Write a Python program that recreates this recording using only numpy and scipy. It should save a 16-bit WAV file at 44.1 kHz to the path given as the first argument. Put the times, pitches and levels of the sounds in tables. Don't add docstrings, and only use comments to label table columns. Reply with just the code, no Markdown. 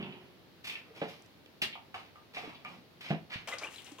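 import sys
import numpy as np
from scipy import signal
from scipy.fft import rfft, irfft, next_fast_len
from scipy.io import wavfile
from scipy.ndimage import map_coordinates

SR = 44100
rng = np.random.default_rng(int(sys.argv[2]) if len(sys.argv) > 2 else 0)


def pcm_store(signal):
    levels = np.round(np.clip(np.atleast_2d(signal), -1, 1) * 32767)
    wavfile.write(sys.argv[1], SR, levels.astype(np.int16).T)


N = 176400
T = np.arange(SR * 3 // 4) / SR

# t/s, level/dB, rise/s, hold/s, t60/s, treble tilt/dB per octave
SLOSHES = [(3.473, -40.5, 0.0017, 0.0117, 0.131, 2.5), (3.51, -42.5, 0.0145, 0.0177, 0.091, 0),
           (3.58, -50, 0.0025, 0.0088, 0.122, 1.5), (3.609, -45.5, 0.0152, 0.0307, 0.17, 0.5),
           (3.697, -55.5, 0.0063, 0.096, 0.285, 5), (3.844, -54.5, 0.012, 0.0061, 0.553, 4),
           (3.983, -51, 0.0028, .02, .2, 2.5)]
# left ear's delay/samples, left over right in the bass/dB, the same in the treble/dB, echo/dB
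AT_BASIN, AT_BUCKET, AT_LUMP = (7, -2.5, 2.5, -0.5), (2, 0.5, 11.5, -3.5), (8, -1.5, -6, -9.5)


def amp(db):
    return 10 ** (np.asarray(db) / 20)


def unit(x):
    return x / np.sqrt(np.mean(x ** 2) + 1e-20)


def along(points, hz):
    f, value = np.transpose(points)
    return np.interp(np.log(hz + 1), np.log(f + 1), value)


def filtered(x, response):
    n = x.shape[-1]
    padded = next_fast_len(n + 4096)
    return irfft(rfft(x, padded) * response(np.fft.rfftfreq(padded, 1 / SR)), padded)[..., :n]


def coloured(x, spectrum, tilt_db=0):
    octaves_up = lambda hz: np.log2(np.maximum(hz, 1000) / 1000)
    return unit(filtered(x, lambda hz: amp(along(spectrum, hz) + tilt_db * octaves_up(hz))))


def noise():
    return rng.standard_normal(len(T))


def band(centre_hz, octaves):
    bell = lambda hz: np.exp(-.5 * (np.log2((hz + 1) / centre_hz) / octaves) ** 2)
    return unit(filtered(noise(), bell))


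def crackle(per_second, spread_db=2.5, hiss=0.375):
    size = np.minimum(noise(), 2.2)
    hits = rng.random(len(T)) < per_second / SR
    return unit(hits * np.sign(noise()) * amp(spread_db * size)) + hiss * noise()


def fade(t60, t=T):
    return amp(-60 * t / np.maximum(t60, 1e-3))


def stroke(rise, hold, t60):
    return np.minimum(T / max(rise, 1e-3), 1) ** 0.72 * fade(t60, np.maximum(T - rise - hold, 0))


def wobble(rate):
    return map_coordinates(rng.standard_normal(int(rate) + 4), [T * rate], mode="nearest")


def ring(tones, scatter_db=3.0, unrest=0.905):
    sound = 0
    for k, (hz, db, t60) in enumerate(tones):
        loudness = amp(db + scatter_db * rng.standard_normal()) * fade(t60)
        waver = unrest * wobble(hz / 6) * np.minimum(T * hz / 3, 1)
        sound += loudness * np.sin(2 * np.pi * hz * T + np.pi * k + waver)
    return sound


def struck(tones, focus_hz, loss_db):
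    return ring([(hz, db - loss_db * abs(np.log2(hz / focus_hz)), t60) for hz, db, t60 in tones])


def diffuse(size):
    # f/Hz, likeness (1 = the same)
    likeness = [(30, 0.19), (120, 0.585), (400, 0.5), (1000, 0.238), (2500, 0.0195)]
    angle = lambda hz: np.arccos(np.clip(along(likeness, hz), -1, 1)) / 2
    shares = lambda hz: np.array([np.cos(angle(hz)), np.sin(angle(hz))])
    mid, side = filtered(rng.standard_normal((2, size)), shares)
    return np.array([mid + side, mid - side])


def add(out, start, x, place):
    # f/Hz, t60/s
    echo_times = [(150, 0.349), (3500, 0.261), (9000, 0.189)]
    lag, bass_db, treble_db, echo_db = place
    hz, t, spectra = signal.stft(diffuse(SR // 3), SR, nperseg=256)
    tail = signal.istft(spectra * fade(along(echo_times, hz)[:, None], t), SR, nperseg=256)[1]
    tail = np.pad(unit(tail) / np.sqrt(tail.shape[1]), ((0, 0), (130, 0)))
    echo = amp(echo_db) * signal.fftconvolve(x[None], tail, axes=1)[:, :len(x)]
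    ears = np.array([[.5], [-.5]])
    direct = filtered(x, lambda f: np.exp(-2j * np.pi * f * ears * lag / SR))
    pair = filtered(direct + echo, lambda f: amp(ears * along([(1500, bass_db), (6000, treble_db)], f)))
    part = out[:, max(round(start * SR), 0):][:, :len(x)]
    part += pair[:, :part.shape[1]]


def still_air(level_db=-59.5):
    # f/Hz, level/dB
    hush = [(42, -20), (95, 1), (350, -2), (1200, -12.5), (4300, -15), (8000, -33), (13000, -27.5)]
    return amp(level_db) * coloured(diffuse(N), hush)


def tub(wash_db=-42):
    # f/Hz, level/dB, t60/s
    tones = [(189.1, -42, 0.31), (181.5, -50.5, 1.65), (361.2, -51, 1.355), (408.2, -51, 0.86)]
    # f/Hz, level/dB
    wash = [(50, -29), (110, -4), (200, 9), (400, -13.5), (900, -7.5), (1500, -18.5), (3000, -4),
            (6000, -70)]
    out = np.zeros((2, N))
    add(out, 0, ring(tones) + amp(wash_db) * coloured(noise(), wash) * fade(t60=0.734), AT_LUMP)
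    return out


def handling():
    # t/s, level/dB, f/Hz, t60/s
    bumps = [(.905, -46, 457.5, 0.083), (1.461, -34.5, 400, 0.0119), (2.436, -42, 437.1, 0.094),
             (2.476, -22, 285, 0.0143), (2.554, -46, 243.8, 0.115), (2.785, -36.5, 219.6, 0.0304),
             (3.358, -14, 152.8, 0.01415), (3.918, -37, 289.5, 0.053)]
    # t/s, level/dB, f/Hz
    clicks = [(1.222, -53, 6090), (1.261, -52, 6130), (1.461, -42, 2256)]
    # t/s, level/dB, f/Hz, t60/s
    ticks = [(0.027, -38, 3000, 0.0242), (.125, -44.5, 2780, 0.0282), (0.697, -30, 2530, 0.0333),
             (0.754, -36.5, 2530, 0.0407), (1.618, -30, 2427, 0.0097), (1.635, -34, 3425, 0.045),
             (1.727, -40, 2800, 0.0856), (2.367, -32.5, 2540, 0.0343), (2.547, -49.5, 3240, 0.088),
             (2.655, -45.5, 2343, 0.101), (3.337, -33.5, 3204, 0.0151), (3.584, -37.5, 4580, 0.0305),
             (3.781, -45, 3030, 0.062), (3.867, -41.5, 3450, 0.0186)]
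    out = np.zeros((2, N))
    for start, db, hz, t60 in bumps:
        onset = 1 - np.exp(-T * hz)
        add(out, start, amp(db) * np.sin(2 * np.pi * hz * T) * fade(t60) * onset, AT_LUMP)
    for start, db, hz in clicks:
        add(out, start, amp(db) * band(hz, octaves=0.444) * fade(t60=0.0097), AT_LUMP)
    for start, db, hz, t60 in ticks:
        onset = 1 - np.exp(-T / (0.0163 * t60))
        place = AT_BUCKET if start > SLOSHES[0][0] else AT_BASIN
        add(out, start, amp(db) * band(hz, octaves=0.344) * fade(t60) * onset, place)
    return out


def bubble(hz, t60, t=T, climb=0.036):
    stretch = 1 + climb * np.minimum(t / t60, 2) / 2
    return np.sin(2 * np.pi * hz * t * stretch) * fade(t60, t) * (1 - np.exp(-t * hz / 2))


def fizz(per_second=1700, middle_hz=2176, cycles=11, spread_db=3):
    count, t = int(per_second * T[-1]), T[:1000]
    pitch, strength = rng.standard_normal((count, 2)).T[:, :, None]
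    hz = np.clip(middle_hz * np.exp(.7 * pitch), 400, 14000)
    positions = rng.integers(len(T), size=(count, 1)) + np.arange(len(t))
    pings = amp(spread_db * strength) * np.sqrt(hz) * bubble(hz, cycles / hz, t)
    return unit(np.bincount(positions.ravel(), pings.ravel())[:len(T)])


def bucket(droplet_gain=0.845, churn_db=1.0, bubble_echo_db=-10.5):
    # f/Hz, level/dB
    water_colour = [(80, -13.5), (300, 3.5), (1200, 0), (1600, -3.5), (3000, -1), (4300, -12), (8000, -12),
                    (15500, -28)]
    # t/s, level/dB
    splashes = [(3.484, -51.5), (3.585, -48), (3.747, -53.5), (3.844, -49), (3.918, -53)]
    # t/s, level/dB, f/Hz, t60/s
    bubbles = [(3.524, -32, 2024, 0.093), (3.528, -37, 1210, 0.103), (3.634, -29, 2333, 0.039),
               (3.646, -32, 2540, 0.045), (3.67, -36, 2790, 0.053), (3.761, -41.5, 3987, 0.0364),
               (3.987, -42.5, 1037, 0.064)]
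    out = np.zeros((2, N))
    for start, db, rise, hold, t60, tilt_db in SLOSHES:
        water = coloured(fizz() + droplet_gain * crackle(per_second=600), water_colour, tilt_db)
        churn = unit(amp(churn_db * wobble(141)))
        add(out, start, amp(db) * stroke(rise, hold, t60) * churn * water, AT_BUCKET)
    for start, db in splashes:
        add(out, start, amp(db) * band(6440, octaves=0.463) * fade(t60=0.022), AT_BUCKET)
    for start, db, hz, t60 in bubbles:
        add(out, start, amp(db) * bubble(hz, t60), (*AT_BUCKET[:3], bubble_echo_db))
    return out


def knocks(crack_db=-0.5):
    # t/s, level/dB, favoured f/Hz
    hits = [(1.753, -44, 823), (1.943, -38.5, 1087), (2.157, -54, 1163), (2.368, -39.5, 750),
            (2.649, -43, 1222)]
    # f/Hz, level/dB, t60/s
    blade = [(706, -2.5, 0.141), (777.2, 1, 0.09), (914, -11, 0.248), (1071.6, -6.5, 0.109),
             (1210.3, 0, 0.104), (2278, 12.5, 0.03), (2898, 12, 0.051)]
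    out = np.zeros((2, N))
    for start, db, focus_hz in hits:
        crack = amp(crack_db) * band(focus_hz, octaves=1.0) * fade(t60=0.0237)
        add(out, start, amp(db) * (struck(blade, focus_hz, loss_db=12.5) + crack), AT_BASIN)
    return out


def lumps(attack_s=0.00091, low_cut_hz=87):
    # t/s, boom level/dB, favoured f/Hz, slap level/dB
    landings = [(1.015, -28.5, 327, -32), (3.104, -25.5, 174.4, -31)]
    # f/Hz, level/dB, t60/s
    basin = [(160.37, 1.5, 0.1717), (211.2, 0, 0.1466), (272.3, -2, 0.1345), (442.2, -1, 0.198),
             (576.3, -1.5, 0.127), (731.7, 1, 0.27), (824.2, -4.5, 0.168)]
    # f/Hz, level/dB
    slap_colour = [(40, -40.5), (100, -15.5), (200, 11), (450, 7.5), (800, 8), (1100, -2.5), (2800, 0),
                   (9000, -45.5)]
    low_cut = signal.butter(2, low_cut_hz, "high", fs=SR, output="sos")
    out = np.zeros((2, N))
    for start, boom_db, focus_hz, slap_db in landings:
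        slap = amp(slap_db) * coloured(noise(), slap_colour) * fade(t60=0.203)
        boom = amp(boom_db) * struck(basin, focus_hz, loss_db=10.5)
        thud = (boom + slap) * (1 - np.exp(-T / attack_s))
        add(out, start, signal.sosfilt(low_cut, thud), AT_LUMP)
    return out


def scrapes(judder_db=3):
    # t/s, level/dB, rise/s, hold/s, t60/s, grit tilt/dB per octave, rub level/dB
    cuts = [(0.0, -58.5, 0.01, 0.0126, 0.798, -12.5, 2), (0.637, -42.5, 0.0177, 0.0276, 0.297, 0, -17.5),
            (.692, -58, 0.005, 0.0186, 1, -9.5, -5), (0.944, -57.5, 0.0126, 0.0886, 0.486, -1.5, -4.5),
            (1.083, -54.5, 0.002, 0.0084, 0.495, 0, -4.5),
            (1.615, -35, 0.01595, 0.00617, 0.098, -0.5, -13.5),
            (1.941, -50.5, 0.00164, 0.0046, 0.389, -3, -5.5), (2.335, -43, 0.0262, 0.0148, 0.177, -3, -13),
            (2.419, -51.5, 0.0069, 0.0177, 0.625, -4.5, -1.5), (2.643, -58, 0.0055, 0.0774, 0.246, -2, 1.5),
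            (3.006, -47.5, 0.00473, 0.0154, 0.173, -2, -24.5), (3.039, -46, 0.0184, 0.052, 0.05, -4.5, -12),
            (3.297, -46, 0.0136, 0.034, 0.335, -5.5, -19)]
    # f/Hz, level/dB
    grit_colour = [(150, -52), (600, -17), (1400, -12), (2400, 1), (3600, -4.5), (5200, -9), (7000, -20),
                   (15500, -24)]
    # f/Hz, level/dB
    rub_colour = [(50, -66), (130, 6.5), (300, 1.5), (750, 1.5), (1200, 0), (5000, -73.5)]
    out = np.zeros((2, N))
    for start, db, rise, hold, t60, tilt_db, rub_db in cuts:
        grit = coloured(crackle(per_second=1300), grit_colour, tilt_db)
        rub = amp(rub_db) * coloured(noise(), rub_colour)
        judder = unit(amp(judder_db * wobble(129)))
        add(out, start, amp(db) * stroke(rise, hold, t60) * judder * (grit + rub), AT_BASIN)
    return out


def scene():
    return scrapes() + lumps() + knocks() + tub() + handling() + bucket() + still_air()


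def record(dry):
    return filtered(dry, lambda hz: hz < 15900)


dry = scene()
out = record(dry)
pcm_store(out)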